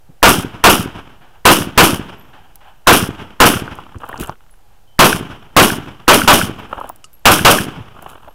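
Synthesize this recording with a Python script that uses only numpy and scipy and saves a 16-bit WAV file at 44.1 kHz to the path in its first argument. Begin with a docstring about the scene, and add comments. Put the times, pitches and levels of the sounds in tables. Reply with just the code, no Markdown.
"""An earth-walled outdoor bay: a self-loading rifle fires six quick pairs, heard at the shooter's head.
Each muzzle blast overloads the microphone; then the bolt cycles, the banks echo and the hills rumble.
Between pairs the shooter steps to a new opening: gear knocks, cloth rubs, grit scuffs and small metal
parts clink. Behind it all lie a light breeze, a far-off wash and a few dull, distant reports."""
import sys
import numpy as np
from scipy import signal
from scipy.fft import rfft, irfft
from scipy.io import wavfile

SR = 44100
rng = np.random.default_rng(int(sys.argv[2]) if len(sys.argv) > 2 else 0)


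def output_pcm(signal):
    """Save a mono or channel-first signal as 16-bit PCM at the path in sys.argv[1].

    Samples are clipped to [-1, 1] before scaling.
    """
    pcm = np.clip(np.atleast_2d(signal).T, -1, 1) * 32767
    wavfile.write(sys.argv[1], SR, np.round(pcm).astype(np.int16))


N = 367794

TAIL = int(1.3 * SR)  # samples that one event has to ring out
AGE = np.arange(TAIL) / SR  # seconds since the event began
# the shots, pair by pair: (time [s], blast trim [dB], thump trim [dB], slap level [dB], slap pitch [Hz])
SHOTS = [(0.2282, -0.5, 0, -35, 1400), (0.6395, 0.5, -1, -28, 1424), (1.4532, -0.5, -2.5, -28, 1420),
         (1.7765, -0.5, -1, -26, 1360), (2.8709, -1.5, 1, -14, 1340), (3.4021, -2, -2, -12, 1400),
         (4.991, -1, -3.5, -2.5, 1530), (5.5649, -1, -4, -7.5, 1570), (6.0797, -1.5, -5, -4.5, 1460),
         (6.2765, -1.5, -1.5, -4.5, 1480), (7.2546, -2, -3, -8.5, 1550), (7.4484, -1, -4.5, -6, 1650)]
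# colour of far-off sound: (frequency [Hz], level [dB])
DISTANT_SPECTRUM = [(200, -17), (550, -11.5), (800, 8), (1100, -5.5), (1600, -3), (2000, -17), (3000, -5.5),
                    (4500, -33.5)]


def undb(db):
    return 10 ** (np.asarray(db) / 20)


def add(out, s, x):
    """Mix x into out from time s."""
    i = max(int(s * SR), 0)
    out[i:i + len(x)] += x[:max(N - i, 0)]


def noise(spectrum, size):
    """Noise of rms 1, coloured by rows of (frequency [Hz], level [dB])."""
    hz, db = np.transpose(spectrum)
    f = np.fft.rfftfreq(size, 1 / SR) + 1e-3
    gain = undb(np.interp(np.log(f), np.log(hz), db)) * np.minimum(f / 20, 1)
    x = irfft(rfft(rng.standard_normal(size)) * gain, size)
    return x / x.std()


def patchy(size, spread_db, hold):
    """Flutter: a new random gain every hold seconds, joined by ramps."""
    count = size // 32
    knots = undb(spread_db * rng.standard_normal(count))
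    gain = np.interp(np.arange(size) / SR / max(hold, 32 / SR), np.arange(count), knots)
    return gain / np.sqrt(np.mean(gain ** 2))


def fade(t60, delay=0, rise=1e-4):
    """Envelope that opens after a delay and dies away."""
    t = np.maximum(AGE - delay, 0)
    return (1 - np.exp(-t / rise)) * np.exp(-np.minimum(np.log(1000) * t / t60, 20))


def stroke(start, length, attack, release):
    """Envelope of one movement: it builds, holds for its length and lets go."""
    t = np.maximum(np.arange(N) / SR - start, 0)
    return (1 - np.exp(-t / attack)) * np.exp(-np.clip((t - length) / release, 0, 20))


def ring(hz, t60, delay=0):
    """One struck mode: a decaying sine of random phase."""
    return np.sin(2 * np.pi * (hz * AGE + rng.random())) * fade(t60, delay)


def wavelet(delay, hz, half, db):
    """A short, rounded pressure swing centred on the delay."""
    t = AGE - delay
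    return -undb(db) * np.cos(2 * np.pi * hz * t) * np.exp(-np.minimum((t / half) ** 2, 20))


def burst(hz, octaves, t60):
    """A contact, peak 1: a push and a short chatter, band-passed some octaves to each side of a pitch."""
    size = 4096
    push = rng.standard_normal(size) * fade(t60)[:size]
    push[0] += 9
    edges = np.clip([hz / 2 ** octaves, hz * 2 ** octaves], 20, SR / 2 - 1000)
    x = signal.sosfilt(signal.butter(3, edges, "band", fs=SR, output="sos"), push)
    return x / abs(x).max()


def scatter(spectrum, alike=0.7):
    """Dense reflections, a row per shot; a pair comes from one spot and shares much of its pattern."""
    shared = np.repeat([noise(spectrum, TAIL) for _ in SHOTS[::2]], 2, axis=0)
    own = np.array([noise(spectrum, TAIL) for _ in SHOTS])
    return np.sqrt(alike) * shared + np.sqrt(1 - alike) * own


def open_air():
    """The bed: still air, a wavering far-off wash and a light breeze on the microphone."""
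    # colour of the still air: (frequency [Hz], level [dB])
    air_spectrum = [(15, -43), (25, 4.5), (43, -10), (141, -14.5), (229, -24), (607, -22.5), (714, -22.5),
                    (1650, -32.5), (4030, -35.5), (4490, -36.5), (5430, -37), (6210, -37), (10100, -39),
                    (14400, -37), (16000, -44.5)]
    wash = noise(DISTANT_SPECTRUM, N) * undb(-63) * patchy(N, spread_db=2.5, hold=0.074)
    breeze = noise([(25, 2.5), (60, -3), (110, -10), (200, -26), (4000, -68)], N) * undb(-57)
    return noise(air_spectrum, N) * undb(-53) + wash + breeze


def distant_reports():
    """Dull reports from far away, each rolling on along the hills."""
    # far reports: (time [s], level [dB], t60 [s])
    reports = [(1.21, -45.5, .6), (2.33, -40.5, .35), (2.605, -44, .45)]
    # their colour: (frequency [Hz], level [dB])
    report_spectrum = [(150, -16.5), (500, -9), (800, -0.5), (1200, -5), (1600, -1), (2050, -13.5),
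                       (3000, -9), (4200, -23), (9000, -41)]
    out = np.zeros(N)
    for s, db, t60 in reports:
        report = noise(report_spectrum, TAIL) * fade(t60, rise=0.0035)
        roll = undb(-4) * noise(DISTANT_SPECTRUM, TAIL) * fade(t60=1.2, delay=0.02, rise=0.012)
        add(out, s, undb(db) * (report + roll * patchy(TAIL, spread_db=6.5, hold=0.03)))
    return out


def rubbing():
    """Cloth and grit catch and slip in uneven grains as the shooter turns or steps."""
    # colours of cloth and grit: (frequency [Hz], level [dB])
    cloth_spectrum = [(60, 9.5), (350, -0.5), (650, 3.5), (1250, 6), (1650, -1.5), (2000, -19.5),
                      (3000, -4), (4500, -35), (16000, -51)]
    grit_spectrum = [(1500, -13), (3000, 1.5), (4500, -11), (10000, -3), (16000, -7.5)]
    # clothes and sling rub, a sole scuffs: (start [s], length [s], level [dB])
    rubs = [(3.746, .05, -40), (4, 0.064, -37.5), (4.074, 0.23, -34), (6.688, 0.2, -36.5),
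            (7.938, 0.375, -45.5), (8.019, 0.095, -44)]
    scuffs = [(4.194, .03, -28), (8.081, 0.044, -50)]
    cloth = noise(cloth_spectrum, N) * patchy(N, spread_db=5.5, hold=0.0057)
    grit = noise(grit_spectrum, N) * patchy(N, spread_db=7, hold=0.0015)
    rub = sum(undb(db) * stroke(s, length, attack=0.004, release=0.018) for s, length, db in rubs)
    scuff = sum(undb(db) * stroke(s, length, attack=0.006, release=0.014) for s, length, db in scuffs)
    return cloth * rub + grit * (scuff + undb(-18.5) * rub)  # every rub carries a fine crackle


def footfalls():
    """Each step lands with a thud, and the ground gives under it; one thud, at 4.296 s, is the gun landing hard
    on the barricade."""
    # thuds of steps, and of the gun landing at 4.296 s: (time [s], pitch [Hz], half length [s], level [dB])
    steps = [(0.099, 130, 0.0046, -33), (3.968, 89.9, 0.007, -22), (4.21, 248, 0.0026, -16),
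             (4.217, 50.7, 0.015, -21), (4.296, 129, 0.0036, -20.5), (7.785, 152, .01, -28),
             (7.81, 108, 0.011, -24)]
    out = np.zeros(N)
    for s, hz, half, db in steps:
        lead = 2 * half
        add(out, s - lead, wavelet(lead, hz, half, db))
        add(out, s - lead, undb(db - 5) * burst(hz=170, octaves=1.25, t60=0.14))
    return out


def gear_rattle():
    """Sling and buckles swing loose: small random taps, each with a hard edge and a fine tick."""
    # spells of movement: (start [s], length [s], typical tap level [dB])
    jostles = [(3.701, 0.31, -33.5), (4.061, .27, -27.5), (4.349, .25, -44), (6.691, .2, -32),
               (7.95, .36, -36.5)]
    taps_per_s, spread_db, spread_octaves = 28, 3, 0.25
    out = np.zeros(N)
    for start, length, db in jostles:
        count = int(length * taps_per_s)
        for k in range(count):
            s = start + length * (k + rng.random()) / count
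            force, pitch = rng.standard_normal(2)
            tap = burst(hz=1150 * 2 ** (spread_octaves * pitch), octaves=0.47, t60=0.016)
            edge = undb(-9) * burst(hz=2900, octaves=0.23, t60=0.016)
            tick = undb(-13) * burst(hz=10500, octaves=0.5, t60=0.012)
            add(out, s, undb(db + spread_db * force) * (tap + edge + tick))
    return out


def metal_clinks():
    """Small metal parts chatter as they ring: two close modes beat and a higher one dies sooner."""
    # clinks: (time [s], pitch [Hz], level [dB], t60 [s])
    clinks = [(2.179, 11900, -52, 0.4), (4.506, 10630, -49, 0.16), (6.585, 13330, -45, 0.11),
              (6.811, 11600, -50, .12), (6.893, 15450, -37, .1), (7.132, 11500, -46, .17),
              (8.287, 11500, -53, .2)]
    out = np.zeros(N)
    for s, hz, db, t60 in clinks:
        modes = ring(hz, t60) + undb(-1) * ring(hz + 70, t60) + undb(-8) * ring(1.37 * hz, 0.57 * t60)
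        add(out, s, undb(db) * modes * patchy(TAIL, spread_db=6, hold=0.003))
    # a piece of steel is touched and sings on faintly
    add(out, 4.875, undb(-58) * (ring(3050, t60=1.5) + undb(-8.5) * ring(3220, t60=1.2)))
    return out


def handling():
    """Gun and gear knock hollowly, grit and buckles tick, and the gun lands hard on the barricade."""
    # dull knocks and dry ticks: (time [s], level [dB], pitch [Hz])
    knocks = [(3.678, -16.5, 1260), (3.787, -17, 1036), (3.865, -27.5, 990), (3.945, -29, 1280),
              (4.034, -18.5, 1130), (4.04, -16.5, 1090), (4.093, -18, 1210), (4.129, -17, 1530),
              (4.14, -19, 891), (4.23, -17, 1250), (4.244, -32, 1310), (6.728, -11, 1070), (6.78, -17, 940),
              (6.788, -16, 726), (6.812, -13, 1000), (6.842, -19, 708), (6.898, -17, 920),
              (8.026, -27, 698), (8.061, -24, 864), (8.276, -26.5, 600), (8.286, -26, 694)]
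    ticks = [(2.5571, -18, 14240), (3.7549, -28, 9930), (3.9853, -33.5, 6480), (4.09, -18.5, 13200),
             (4.1774, -24, 6020), (4.273, -20, 9060), (6.8926, -16.5, 9900), (6.9603, -27, 11300),
             (7.132, -31, 11400), (8.0244, -24, 11300)]
    out = np.zeros(N)
    for s, db, hz in knocks:
        blow = undb(-1) * burst(hz, octaves=0.35, t60=0.023)
        body = undb(-12.5) * burst(hz=387, octaves=0.59, t60=0.013)
        edge = undb(-27) * burst(hz=2967, octaves=0.22, t60=0.0089)
        add(out, s, undb(db) * (blow + body + edge))
    for s, db, hz in ticks:
        snap = burst(hz, octaves=0.51, t60=0.017)
        body = undb(-17) * burst(hz=3600, octaves=0.84, t60=0.018)
        add(out, s, undb(db) * (snap + body))
    landing = burst(hz=930, octaves=0.59, t60=0.0086)
    landing += undb(-17) * burst(hz=4500, octaves=0.49, t60=0.016)
    add(out, 4.295, undb(-9) * landing)
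    return out


def safety_lever():
    """The safety snaps over with a bright click and a brief ring."""
    # lever modes: (frequency [Hz], level [dB], t60 [s])
    modes = [(1265, -3.5, 0.059), (2860, 4, 0.021), (4581, -19.5, 0.1), (7000, -16, .06), (7260, -6, .05),
             (7750, -8, .04), (9000, -13, .046)]
    snap_s = 7.0425
    out = np.zeros(N)
    add(out, snap_s, undb(-32) * sum(undb(db) * ring(hz, t60) for hz, db, t60 in modes))
    add(out, snap_s, undb(-24) * burst(hz=6500, octaves=0.53, t60=0.052))
    return out


def hill_rumble():
    """Each shot rolls round the hills and comes back in clumps off the broken ground."""
    # colour of the rumble: (frequency [Hz], level [dB])
    hill_spectrum = [(30, 0), (110, 8.5), (300, 2.5), (550, -5), (900, -0.5), (1550, -4.5), (2000, -12),
                     (3100, -6.5), (4200, -28), (5300, -24), (7000, -34), (11000, -34), (16000, -47)]
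    # smeared echoes off screens and slopes: (delay [s], half length [s], level [dB])
    swells = [(.168, .006, -25), (.222, .003, -32.5), (.238, .003, -32), (0.314, 0.0061, -37.5),
              (.325, .008, -36.5), (0.353, 0.029, -41.5), (.437, 0.0037, -38)]
    roll = undb(-31) * fade(t60=1.41, delay=0.14, rise=0.031)
    far_bank = undb(-36.5) * fade(t60=0.2, delay=0.305, rise=0.1)
    slopes = sum(undb(db) * np.exp(-((AGE - delay) / half) ** 2) for delay, half, db in swells)
    rumbles = scatter(hill_spectrum) * (roll + far_bank + slopes)
    out = np.zeros(N)
    for (s, *_), rumble in zip(SHOTS, rumbles):
        add(out, s, rumble * patchy(TAIL, spread_db=2.5, hold=0.014))
    return out


def thumps_and_slaps():
    """The bolt thumps in the stock, then the banks echo and the screens slap."""
    # low thumps and screen slaps: (delay [s], pitch [Hz], half length [s], level [dB])
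    low_thumps = [(.0595, 150.6, 0.002, 3.5), (.1585, 172, 0.0032, -7), (.169, 130, .005, -15),
                  (.2205, 250, 0.0015, -9), (.24, 128.6, .008, -24)]
    screen_slaps = [(0.117, 1174, .0013, -11), (0.17, 1220, .002, -21.5)]
    thumps = sum(wavelet(*row) for row in low_thumps)
    slaps = sum(wavelet(*row) for row in screen_slaps)
    delay_s, half_s = 0.139, 0.0017  # the slap from down range, whose pitch and level follow the aim
    out = np.zeros(N)
    for s, _, thump_db, slap_db, slap_hz in SHOTS:
        down_range = wavelet(delay_s, slap_hz, half_s, slap_db)
        edge = wavelet(delay_s, 1.56 * slap_hz, half_s / 2, slap_db - 6)
        add(out, s, undb(thump_db) * thumps + slaps + down_range + edge)
    return out


def rifle_action():
    """The hammer falls, the bolt hits its stop; its bright rattle stops short 0.2 s after the shot."""
    # colour of the rattle: (frequency [Hz], level [dB])
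    rattle_spectrum = [(1000, -30), (3000, 8), (4200, -8), (5400, 1.5), (7200, -6.5), (9800, 1.5),
                       (12000, -2.5), (16000, -10.5)]
    # modes of the bolt and its spring: (frequency [Hz], level [dB], t60 [s])
    bolt_modes = [(9010, -5, .13), (11190, -2, .12), (11590, 0, .12), (12070, -4, .12), (12360, -2, .12)]
    hammer_lead_s, stop_s, cutoff_s = 0.0055, 0.0615, 0.21
    detune_hz = 70  # the moving bolt never rings quite the same way twice
    rattle_decay = undb(-12) * fade(t60=0.073, delay=stop_s) + undb(-10) * fade(t60=0.37, delay=0.054)
    rattle_gate = 1 / (1 + np.exp((AGE - cutoff_s) / 0.008))
    out = np.zeros(N)
    for s, *_ in SHOTS:
        add(out, s - hammer_lead_s, undb(-23) * burst(hz=1690, octaves=0.22, t60=0.027))
        rattle = noise(rattle_spectrum, TAIL) * rattle_decay
        bolt = sum(undb(db) * ring(hz + detune_hz * rng.standard_normal(), t60, delay=stop_s)
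                   for hz, db, t60 in bolt_modes)
        add(out, s, (undb(-15) * bolt + rattle) * rattle_gate * patchy(TAIL, spread_db=3, hold=0.0016))
    return out


def muzzle_blasts():
    """Each blast cracks, its lows gather between the screens and the bay reflects it in clumps."""
    # colours of the blast, its low boom and the bay's reverb: (frequency [Hz], level [dB])
    blast_spectrum = [(25, -7), (100, -13), (300, -1.5), (600, -2.5), (1000, 1.5), (1450, -0.5),
                      (1950, -11.5), (2800, -6), (4000, -19), (7000, -27), (11000, -24.5), (16000, -29)]
    boom_spectrum = [(30, -16.5), (90, -10), (170, -3.5), (330, 2), (480, -9), (680, -8), (950, -25.5),
                     (3000, -36.5)]
    bay_spectrum = [(30, -12), (100, -2.5), (300, 4.5), (500, -6), (1000, -8), (1500, -4), (1950, -17),
                    (3100, -9), (4200, -26.5), (5400, -25), (7300, -30), (11000, -31.5), (16000, -37.5)]
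    blast = scatter(blast_spectrum) * undb(19) * fade(t60=0.17, rise=0.00038)
    boom = scatter(boom_spectrum) * undb(-1) * fade(t60=0.28, delay=0.021, rise=0.016)
    bay = scatter(bay_spectrum) * undb(-5.5) * fade(t60=0.52, rise=0.015)
    # the slow pressure wave pushes the diaphragm one way, then the other
    sway = undb(-4) * fade(t60=0.27) - undb(10) * fade(t60=0.099)
    out = np.zeros(N)
    for k, (s, blast_db, *_) in enumerate(SHOTS):
        shot = undb(blast_db) * (blast[k] + boom[k]) + bay[k]
        add(out, s, shot * patchy(TAIL, spread_db=2.5, hold=0.004) + sway)
    return out


def scene():
    """The rifle, the moving shooter and the open air, in mono."""
    rifle = muzzle_blasts() + hill_rumble() + thumps_and_slaps() + rifle_action()
    foley = handling() + metal_clinks() + safety_lever() + footfalls() + gear_rattle() + rubbing()
    return (rifle + foley + distant_reports() + open_air())[None]


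def record(dry):
    """The input stage squares off the blasts and rests slightly off centre; the top is cut."""
    ceiling, dc_offset, top_hz = 0.72, 0.0079, 15800
    drive = signal.resample_poly(dry, 2, 1, axis=1) / ceiling  # oversampled to limit aliasing
    squared = ceiling * drive / (1 + drive ** 6) ** (1 / 6)
    off_centre = signal.resample_poly(squared, 1, 2, axis=1) + dc_offset
    return signal.fftconvolve(off_centre, signal.firwin(255, top_hz, fs=SR)[None], "same", axes=1)


dry = scene()
out = record(dry)
output_pcm(out)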